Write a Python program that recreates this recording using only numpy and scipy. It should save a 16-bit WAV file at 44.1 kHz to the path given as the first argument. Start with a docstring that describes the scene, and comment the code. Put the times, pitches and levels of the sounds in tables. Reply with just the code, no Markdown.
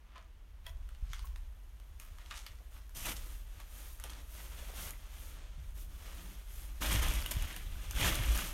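"""A faint steady hiss over low hand rumble, then grit snaps and crunches underfoot: someone creeps through
a cramped concrete bunker with a hand-held camera, over rubble, a foam mattress and plastic sheet.
A jacket swishes, and cloth and plastic scrape close by: slip noise shaped by limb speed or drag force.
Snaps, crunches and settling bits are band-passed bursts; knocks and camera jolts are damped sines.
Bare walls answer briefly with decaying noise tails and standing waves."""
import sys
import numpy as np
from scipy import signal
from scipy.fft import rfft, irfft, next_fast_len
from scipy.io import wavfile
from scipy.ndimage import uniform_filter1d, map_coordinates

SR = 44100
rng = np.random.default_rng(int(sys.argv[2]) if len(sys.argv) > 2 else 0)


def file_out(sig):
    """Save sig as 16-bit WAV at sys.argv[1]."""
    # one column per channel
    cols = np.atleast_2d(sig).T
    # limit, then scale
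    lim = np.clip(cols, -1, 1)
    pcm = np.round(lim * 32767).astype(np.int16)
    wavfile.write(sys.argv[1], SR, pcm)


N = 376173  # samples

# Event levels are relative: layer gains follow.
# faint air hiss spectrum: hz, level_db
AIR_SPECTRUM = [(30, -45), (150, 12), (400, 6), (1000, 6.5), (3000, 0), (5000, -6), (12000, -18),
                (16000, -27)]
# camera body rumble spectrum: hz, level_db
RUMBLE_SPECTRUM = [(10, -35), (20, -6), (33, 1), (41, 0.5), (50, 2.5), (60, -2.5), (75, -9), (100, -20),
                   (140, -33), (300, -64)]
# hand tremor between shifts: time_s, level_db
HAND_TREMOR = [(0, -54.5), (0.7, -48), (2.2, -48), (2.7, -47.5), (6.3, -44.5), (8.5, -46)]
# shifts of the hand holding the camera: start_s, length_s, level_db
HAND_SHIFTS = [(0.64, .34, -42.5), (0.98, 0.59, -40.5), (2.9, 0.73, -43.5), (3.85, .35, -52),
               (4.42, 0.49, -46.5), (5.52, 0.43, -44.5), (6.45, 0.92, -43), (6.8, 0.48, -30.5),
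               (7.33, .14, -32), (7.57, 0.29, -39), (7.85, 0.38, -33.5), (8.17, 0.23, -32),
               (8.4, 0.28, -40.5)]
# jolts of the camera: start_s, level_db, pitch_hz, t60_s
CAMERA_JOLTS = [(1.025, -24.5, 44.6, 0.13), (1.102, -37, 109, 0.062), (2.11, -42.5, 71, .2),
                (5.576, -45, 138.4, 0.16), (6.945, -28.5, 105, 0.16), (7.366, -17, 76, 0.053),
                (8.04, -36, 100, 0.21), (8.19, -25.5, 110, 0.13), (8.285, -23, 53.2, 0.34)]
# dull shuffle on foam, spectrum: hz, level_db
SHUFFLE_SPECTRUM = [(60, -4), (110, -4), (175, 5), (240, -6.5), (320, -1.5), (450, -19), (1000, -24)]
# weight settling on the foam mattress: start_s, length_s, level_db
MATTRESS_PRESSES = [(0.98, .2, -86), (3.04, 0.069, -55), (4.15, .14, -65), (4.78, 0.18, -62),
                    (5.66, 0.51, -65), (6.08, 0.33, -58), (6.56, 0.26, -65), (6.8, 0.106, -46.5),
                    (7.45, 0.47, -61), (8.0, 0.18, -45), (8.36, 0.11, -47)]
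# sole bumping dully on the mattress: start_s, level_db
SOLE_SCUFFS = [(2.6, -68), (3.068, -58), (4.04, -55), (4.625, -58), (4.692, -57.5), (4.73, -60),
               (7.06, -52)]
# soft jacket rub spectrum: hz, level_db
RUB_SPECTRUM = [(120, -0.5), (280, -3.5), (600, -0.5), (780, -3), (1100, -3), (1500, -1), (3300, -2),
                (5000, -6.5), (9000, -9), (16000, -61)]
# jacket weave hiss spectrum: hz, level_db
NYLON_SPECTRUM = [(1500, -23), (4000, -5), (7000, -2.5), (10000, 0.5), (12500, -0.5), (14500, -2.5),
                  (16000, -8.5)]
# clothes stirring under the swings: time_s, level_db
CLOTHES_STIRRING = [(0.4, -84), (1.0, -76.5), (2.9, -71), (3.6, -66.5), (5.0, -64.5), (5.5, -77),
                    (6.4, -65), (6.8, -63.5)]
# swings of arm or leg in the jacket: start_s, length_s, rub_db, hiss_db
LIMB_SWINGS = [(0.62, 1.0, -71, -84), (1.95, 0.76, -66.5, -74.5), (2.7, 0.11, -64.5, -67),
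               (3.08, 0.36, -59.5, -60), (3.47, .25, -64, -80), (3.66, .34, -61, -58),
               (3.97, 0.29, -58.5, -72), (4.27, 0.26, -58, -57), (4.44, .38, -55.5, -59.5),
               (4.73, 0.2, -51.5, -49.5), (4.86, 0.84, -60.5, -79), (5.08, 0.31, -69, -59.5),
               (5.58, 0.18, -67, -71), (5.74, 0.13, -63, -58.5), (5.84, 0.62, -59, -62.5),
               (6.46, 0.25, -62, -58.5)]
# coarse scrape spectrum: hz, level_db
RASP_SPECTRUM = [(70, -17), (100, 10), (135, 4.5), (200, -1), (290, 1), (430, -5.5), (600, -2), (780, -4),
                 (1250, -3.5), (3200, 0.5), (4500, -7), (8000, -11.5), (16000, -47)]
# fine scrape spectrum: hz, level_db
HISS_SPECTRUM = [(800, -59), (2500, -11), (5000, 2.5), (9000, 4.5), (12500, 2), (14500, 0.5), (16000, -17)]
# cloth and plastic dragged close by: start_s, attack_s, hold_s, release_s (1/e), rasp_db, hiss_db
CLOSE_DRAGS = [(2.944, 0.018, .1, 0.069, -50.5, -48), (3.036, 0.023, 0.061, 0.0089, -43, -44),
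               (6.804, 0.017, .13, 0.092, -39, -44), (6.872, 0.052, 0.0099, 0.026, -39, -44),
               (7.008, 0.016, 0.069, 0.21, -41.5, -46.5), (7.308, 0.0035, 0.0083, 0.0079, -41, -42),
               (7.326, 0.036, 0.14, 0.15, -49, -57.5), (7.632, 0.25, 0.23, .05, -53.5, -60),
               (7.92, 0.13, 0.022, 0.093, -33, -39.5), (8.16, 0.089, 0.085, 0.084, -43.5, -48),
               (8.333, 0.026, 0.05, 0.12, -43, -45)]
# hollow litter ringing: start_s, level_db, pitch_hz, t60_s
LITTER_KNOCKS = [(0.159, -48.5, 1070, 0.057), (0.182, -58, 676, .1), (0.667, -57.5, 660, 0.14),
                 (0.667, -55, 1020, 0.095), (0.665, -44, 2046, 0.039), (0.665, -42, 3330, 0.033),
                 (0.665, -50, 5350, 0.03), (1.243, -51, 1103, 0.067), (4.935, -41.5, 2040, 0.011),
                 (7.261, -28, 2780, 0.017)]
# rubble giving way under a sole: peak_s, rise_s (1/e), fall_s (1/e), level_db, band_hz
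RUBBLE_CRUNCHES = [(0.175, 0.052, 0.031, -58.5, 1420), (0.669, 0.011, .016, -51.5, 2300),
                   (0.674, 0.014, 0.021, -58, 7900), (1.145, 0.045, 0.08, -55.5, 3250),
                   (1.256, 0.014, 0.012, -55, 12000), (1.375, .01, 0.014, -66, 6500),
                   (2.004, 0.0027, 0.041, -56.5, 1960), (2.005, .005, 0.049, -57, 7500),
                   (2.205, 0.014, 0.026, -58, 1890), (2.31, .0015, 0.033, -44.5, 1710),
                   (2.373, 0.044, 0.039, -50, 4080), (2.47, 0.0086, 0.014, -54, 2480),
                   (2.775, 0.017, 0.011, -57.5, 1570), (3.069, 0.011, 0.019, -45, 1080),
                   (3.165, 0.0036, 0.017, -47, 4970), (3.602, 0.0036, 0.0088, -55.5, 1370),
                   (4.043, .002, 0.025, -53.5, 1810), (4.099, 0.0016, .008, -46, 5400),
                   (4.835, 0.015, 0.013, -47.5, 3000), (6.835, 0.01, 0.035, -42.5, 1090),
                   (7.04, 0.022, 0.019, -41, 1310), (7.315, 0.0026, 0.0068, -41, 10000),
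                   (8.02, 0.026, 0.043, -46, 2500), (8.385, 0.031, 0.062, -44.5, 1500)]
# grit and plastic creases snapping: start_s, body_db, edge_db
GRIT_SNAPS = [(0.159, -51, -72), (0.18, -48, -70), (0.666, -44, -51), (0.89, -47.5, -60), (0.949, -50, -70),
              (1.133, -31, -51), (1.193, -39, -56), (1.36, -41.5, -60), (1.8, -50.5, -62.5),
              (1.999, -41.5, -48), (2.185, -45, -65), (2.261, -44, -62), (2.309, -61, -64),
              (2.465, -34.5, -51), (2.894, -49.5, -58), (3.602, -43.5, -54), (3.999, -43, -47.5),
              (4.039, -33.5, -40), (4.097, -39, -70), (4.907, -41, -42), (6.959, -27.5, -51),
              (7.032, -33, -39), (7.085, -37, -39), (7.138, -39, -40), (7.224, -34, -57), (7.261, -32, -40),
              (7.311, -38, -38), (7.424, -36, -42), (7.564, -35, -42), (7.91, -36, -38.5),
              (8.155, -36, -35), (8.376, -37, -36.5)]
# decay of the walls: hz, t60_s
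WALL_DECAY = [(200, 0.57), (2000, 0.25), (6000, 0.13), (14000, 0.25)]
# standing waves between close walls: centre_hz, width_hz, level_db
STANDING_WAVES = [(178, 20, -0.5), (294.4, 14, -3), (585, 62, -7.5), (927, 210, -11), (1210, 140, -5.5)]
# microphone port ripple: hz, level_db
PORT_RIPPLE = [(2500, -0.5), (3400, 1), (3800, -1.5), (4800, -2.5), (6600, 1), (7700, -3.5), (9200, 0.5),
               (10400, -3), (11700, 3), (14000, -1)]
TOP_HZ = 15900  # band limit


def amp(db):
    """Decibels to gain."""
    return 10 ** (np.asarray(db) / 20)


def unit(x):
    """Scale to rms 1."""
    return x / np.sqrt(np.mean(x ** 2) + 1e-20)


def along(points, hz):
    """Interpolate (hz, value) points on a log frequency axis."""
    f, v = np.transpose(points)
    return np.interp(np.log(hz + 1), np.log(f + 1), v)


def curve(rows):
    """Interpolate (time_s, level_db) points to one gain per sample."""
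    s, db = np.transpose(rows)
    return amp(np.interp(np.arange(N) / SR, s, db))


def wobble(rate_hz):
    """Smooth random curve with rate_hz knots per second."""
    knots = rng.standard_normal(int(N * rate_hz / SR) + 4)
    return map_coordinates(knots, [np.arange(N) * rate_hz / SR])


def filtered(x, response):
    """Multiply the spectrum of x by a function of frequency."""
    m = next_fast_len(N + SR // 2)
    spectrum = rfft(x, m) * response(np.fft.rfftfreq(m, 1 / SR))
    return irfft(spectrum, m)[:N]


def coloured(x, spectrum):
    """Filter x by a spectrum table, then scale to rms 1."""
    return unit(filtered(x, lambda hz: amp(along(spectrum, hz))))


def resonate(x, centre_hz, spread, low_hz):
    """Broad causal band around centre_hz; small pieces radiate little below low_hz."""
    edges_hz = np.clip([centre_hz / (1 + spread), centre_hz * (1 + spread)], 50, [SR / 3, SR / 2.2])
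    band = signal.butter(2, edges_hz, 'band', fs=SR, output='sos')
    highpass = signal.butter(2, low_hz, 'high', fs=SR, output='sos')
    return signal.sosfilt(highpass, signal.sosfilt(band, x))


def grains(rate_hz, scatter_db):
    """Tiny slips at random moments with clipped log-normal sizes, rms 1."""
    happen = rng.random(N) < rate_hz / SR
    sign = rng.choice([-1, 1], N)
    size = amp(scatter_db * np.clip(rng.standard_normal(N), -2, 2))
    return unit(happen * sign * size)


def crackle(rate_hz, pitch_hz, scatter, decay_cycles, size_db):
    """Creases buckle at random, each ringing briefly at its own pitch; rms 1."""
    draws = np.clip(rng.standard_normal((int(rate_hz * N / SR), 2)), -2, 2)
    t = np.arange(SR // 80) / SR
    pitch = pitch_hz * np.exp(scatter * draws[:, :1])
    decay = np.exp(-pitch * t / decay_cycles)
    pops = amp(size_db * draws[:, 1:]) * np.sin(2 * np.pi * pitch * t) * decay
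    at = rng.integers(0, N, (len(draws), 1)) + np.arange(len(t))
    return unit(np.bincount(at.ravel(), pops.ravel(), N)[:N])


def add(track, start_s, sound):
    """Mix sound into track at start_s."""
    start = max(round(start_s * SR), 0)
    track[start:start + len(sound)] += sound[:max(N - start, 0)]


def rings(table, attack_s, rough):
    """One damped resonance per row; loose contact makes its phase wander."""
    out, t = np.zeros(N), np.arange(SR // 3) / SR
    for s, db, hz, t60_s in table:
        wander = rough * np.cumsum(rng.standard_normal(len(t))) * np.sqrt(hz / SR)
        onset = 1 - np.exp(-t / attack_s)
        tone = np.sin(2 * np.pi * hz * t + wander)
        add(out, s, amp(db - 60 * t / t60_s) * tone * onset)
    return out


def swings(rows, sharpness):
    """Loudness follows limb speed, a half sine; one gain track per dB column."""
    power = np.zeros((len(rows[0]) - 2, N))
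    for s, length_s, *levels_db in rows:
        speed = np.abs(np.sin(np.linspace(0, np.pi, round(length_s * SR))))
        for track, db in zip(power, levels_db):
            add(track, s, (amp(db) * speed ** sharpness) ** 2)
    return np.sqrt(power)


def drags():
    """Drag force builds, holds and dies away; gains of rasp and hiss."""
    power, t = np.zeros((2, N)), np.arange(SR) / SR
    for s, attack_s, hold_s, release_s, *levels_db in CLOSE_DRAGS:
        fade = np.exp(-np.maximum(t - attack_s - hold_s, 0) / release_s)
        force = np.minimum(t / attack_s, 1) * fade
        for track, db in zip(power, levels_db):
            add(track, s, (amp(db) * force) ** 2)
    return np.sqrt(power)


def air_hiss(level_db=-70):
    """Steady coloured noise."""
    return amp(level_db) * coloured(rng.standard_normal(N), AIR_SPECTRUM)


def handling(rumble_db=-1.0, steadiness=1.0):
    """The grip shakes the camera body fairly evenly, more when it shifts, with an occasional jolt."""
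    shake = coloured(rng.standard_normal(N), RUMBLE_SPECTRUM)
    local_power = np.abs(uniform_filter1d(shake ** 2, SR // 12))
    shake = unit(shake / local_power ** (steadiness / 2))
    shift, = swings(HAND_SHIFTS, sharpness=0.61)
    rumble = amp(rumble_db) * np.hypot(shift, curve(HAND_TREMOR)) * shake
    return rumble + rings(CAMERA_JOLTS, attack_s=0.0038, rough=0.05)


def shuffle(rub, rasp, rub_db=-11, rasp_db=-13, press_db=0.0, rest_db=-76):
    """Limbs shuffle dully on the foam with every swing, drag and settling of weight."""
    press, = swings(MATTRESS_PRESSES, sharpness=0.75)
    power = (amp(rub_db) * rub) ** 2 + (amp(rasp_db) * rasp) ** 2
    power += (amp(press_db) * press) ** 2 + amp(rest_db) ** 2
    return np.sqrt(power) * coloured(rng.standard_normal(N), SHUFFLE_SPECTRUM)


def scuffs(level_db=0.0, band_hz=560, spread=0.35, low_hz=300, fall_s=0.014):
    """Each bump is a short noise burst in one hollow resonance of the padded floor."""
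    out, t = np.zeros(N), np.arange(SR // 8) / SR
    for s, db in SOLE_SCUFFS:
        burst = rng.standard_normal(len(t)) * np.exp(-t / fall_s)
        bump = resonate(burst, band_hz, spread, low_hz)
        add(out, s, amp(db + level_db) * bump / np.std(bump[:SR // 50]))
    return out


def jacket(rub, hiss, rub_db=0.0, hiss_db=1, stir_db=-1, stir_hiss_db=-2, catch_db=1.6, crinkle_db=-14):
    """Fine weave slides on itself: very dense slips, catching slightly, with a few crinkles."""
    stir = curve(CLOTHES_STIRRING)
    rub = np.hypot(rub, amp(stir_db) * stir)
    hiss = np.hypot(hiss, amp(stir_hiss_db) * stir)
    slips = grains(rate_hz=6000, scatter_db=3.0) * amp(catch_db * wobble(45))
    soft = amp(rub_db) * coloured(slips, RUB_SPECTRUM)
    crinkles = crackle(rate_hz=140, pitch_hz=3400, scatter=0.41, decay_cycles=1.3, size_db=4.5)
    weave = coloured(grains(rate_hz=16000, scatter_db=8), NYLON_SPECTRUM)
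    return rub * (soft + amp(crinkle_db) * crinkles) + amp(hiss_db) * hiss * weave


def scrapes(rasp, hiss, rasp_db=-2, hiss_db=0.0, crackle_db=-7.5, tick_db=-9.0, catch_db=1.26, lurch_db=0.67):
    """Pressed fabric sticks and slips in coarser clumps; the plastic crackles and ticks."""
    catching = amp(catch_db * wobble(110) + lurch_db * wobble(35))
    coarse = coloured(grains(rate_hz=5500, scatter_db=2.0) * catching, RASP_SPECTRUM)
    fine = coloured(grains(rate_hz=14000, scatter_db=7.5) * catching, HISS_SPECTRUM)
    creases = crackle(rate_hz=230, pitch_hz=2610, scatter=0.275, decay_cycles=3.6, size_db=4.0)
    ticks = crackle(rate_hz=84, pitch_hz=11200, scatter=0.22, decay_cycles=2, size_db=6)
    low = rasp * (amp(rasp_db) * coarse + amp(crackle_db) * creases)
    high = hiss * (amp(hiss_db) * fine + amp(tick_db) * ticks)
    return low + high


def settling(level_db=-6, wait_s=0.04, loss_db_per_s=90, scatter_db=3, band_hz=2900, spread=1.3,
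             low_hz=900, t60_s=0.006, count=5):
    """From each crunch peak onward, loose bits tick into place, weaker on average the later they come."""
    out, t = np.zeros(N), np.arange(SR // 50) / SR
    for s, _, _, db, _ in RUBBLE_CRUNCHES:
        delays_s = wait_s * rng.exponential(size=count)
        sizes = np.clip(rng.standard_normal(count), -1, 1)
        for late_s, size in zip(delays_s, sizes):
            burst = rng.standard_normal(len(t)) * amp(-60 * t / t60_s)
            tick = resonate(burst, band_hz, spread, low_hz)
            tick_db = db + level_db + scatter_db * size - loss_db_per_s * late_s
            add(out, s + late_s, amp(tick_db) * tick / np.std(tick[:SR // 500]))
    return out


def knocks():
    """Hollow litter rings with quick, rough damped resonances."""
    return rings(LITTER_KNOCKS, attack_s=0.00035, rough=0.51)


def crunches(level_db=-1, spread=1.06, low_hz=550):
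    """A shower of tiny breaks builds as the weight comes on, then thins out."""
    out, t = np.zeros(N), np.arange(-(SR // 4), SR // 4) / SR
    grit = grains(rate_hz=2300, scatter_db=7.5)
    for s, rise_s, fall_s, db, hz in RUBBLE_CRUNCHES:
        piece = np.roll(grit, -round(s * SR))[:len(t)]
        shower = unit(resonate(piece, hz, spread, low_hz))
        shower *= amp(db + level_db) * np.exp(np.minimum(t / rise_s, -t / fall_s))
        early = max(-round((s + t[0]) * SR), 0)  # samples before time zero
        add(out, s + t[0], shower[early:])
    return out


def snaps(body_gain_db=-7, edge_gain_db=1.8, body_hz=2250, edge_hz=7000, t60_s=0.011, spread=1.33,
          edge_spread=0.72, low_hz=650):
    """Each break is a very short noise crack: a woody body and a bright edge."""
    out, t = np.zeros(N), np.arange(SR // 30) / SR
    for s, body_db, edge_db in GRIT_SNAPS:
        burst = rng.choice([-1, 1], len(t)) * amp(-60 * t / t60_s)
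        body = resonate(burst, body_hz, spread, low_hz)
        edge = resonate(burst, edge_hz, edge_spread, low_hz)
        for db, crack in (body_db + body_gain_db, body), (edge_db + edge_gain_db, edge):
            add(out, s, amp(db) * crack / np.std(crack[:SR // 500]))
    return out


def bunker(far, near, near_db=-5, wet_db=-5, gap_s=0.002, count=18):
    """Walls answer floor more than clothes, with a new tail per stretch of time; decay varies with frequency."""
    noise = rng.standard_normal((count, SR // 3))
    hz, t, z = signal.stft(noise, SR, nperseg=256)
    decay = amp(-60 * t / along(WALL_DECAY, hz)[:, None])
    tails = signal.istft(z * decay, SR, nperseg=256)[1]
    tails *= 1 - np.exp(-(np.arange(tails.shape[1]) / SR / gap_s) ** 2)
    sent, echo, stretch = far + amp(near_db) * near, np.zeros(N), N // count + 1
    for k, tail in enumerate(tails):
        part = sent[k * stretch:(k + 1) * stretch]
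        add(echo, k * stretch / SR, signal.fftconvolve(part, tail / np.linalg.norm(tail)))

    def modes(f):
        """Direct path plus one resonance per standing wave."""
        return 1 + sum(amp(db) * 1j * f * w / (c * c - f * f + 1j * f * w) for c, w, db in STANDING_WAVES)

    return filtered(far + near + amp(wet_db) * echo, modes)


def scene():
    """Debris and clothing in the room, over foam noises, camera rumble and faint hiss."""
    rub, swish = swings(LIMB_SWINGS, sharpness=0.82)
    rasp, hiss = drags()
    background = air_hiss() + handling() + shuffle(rub, rasp) + scuffs()
    cloth = jacket(rub, swish) + scrapes(rasp, hiss)
    debris = settling() + knocks() + crunches() + snaps()
    return (background + bunker(debris, cloth))[None]


def record(dry):
    """The microphone port ripples the treble; nothing passes above the band limit."""
    return filtered(dry[0], lambda hz: amp(along(PORT_RIPPLE, hz)) * (hz < TOP_HZ))[None]


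dry = scene()
out = record(dry)
file_out(out)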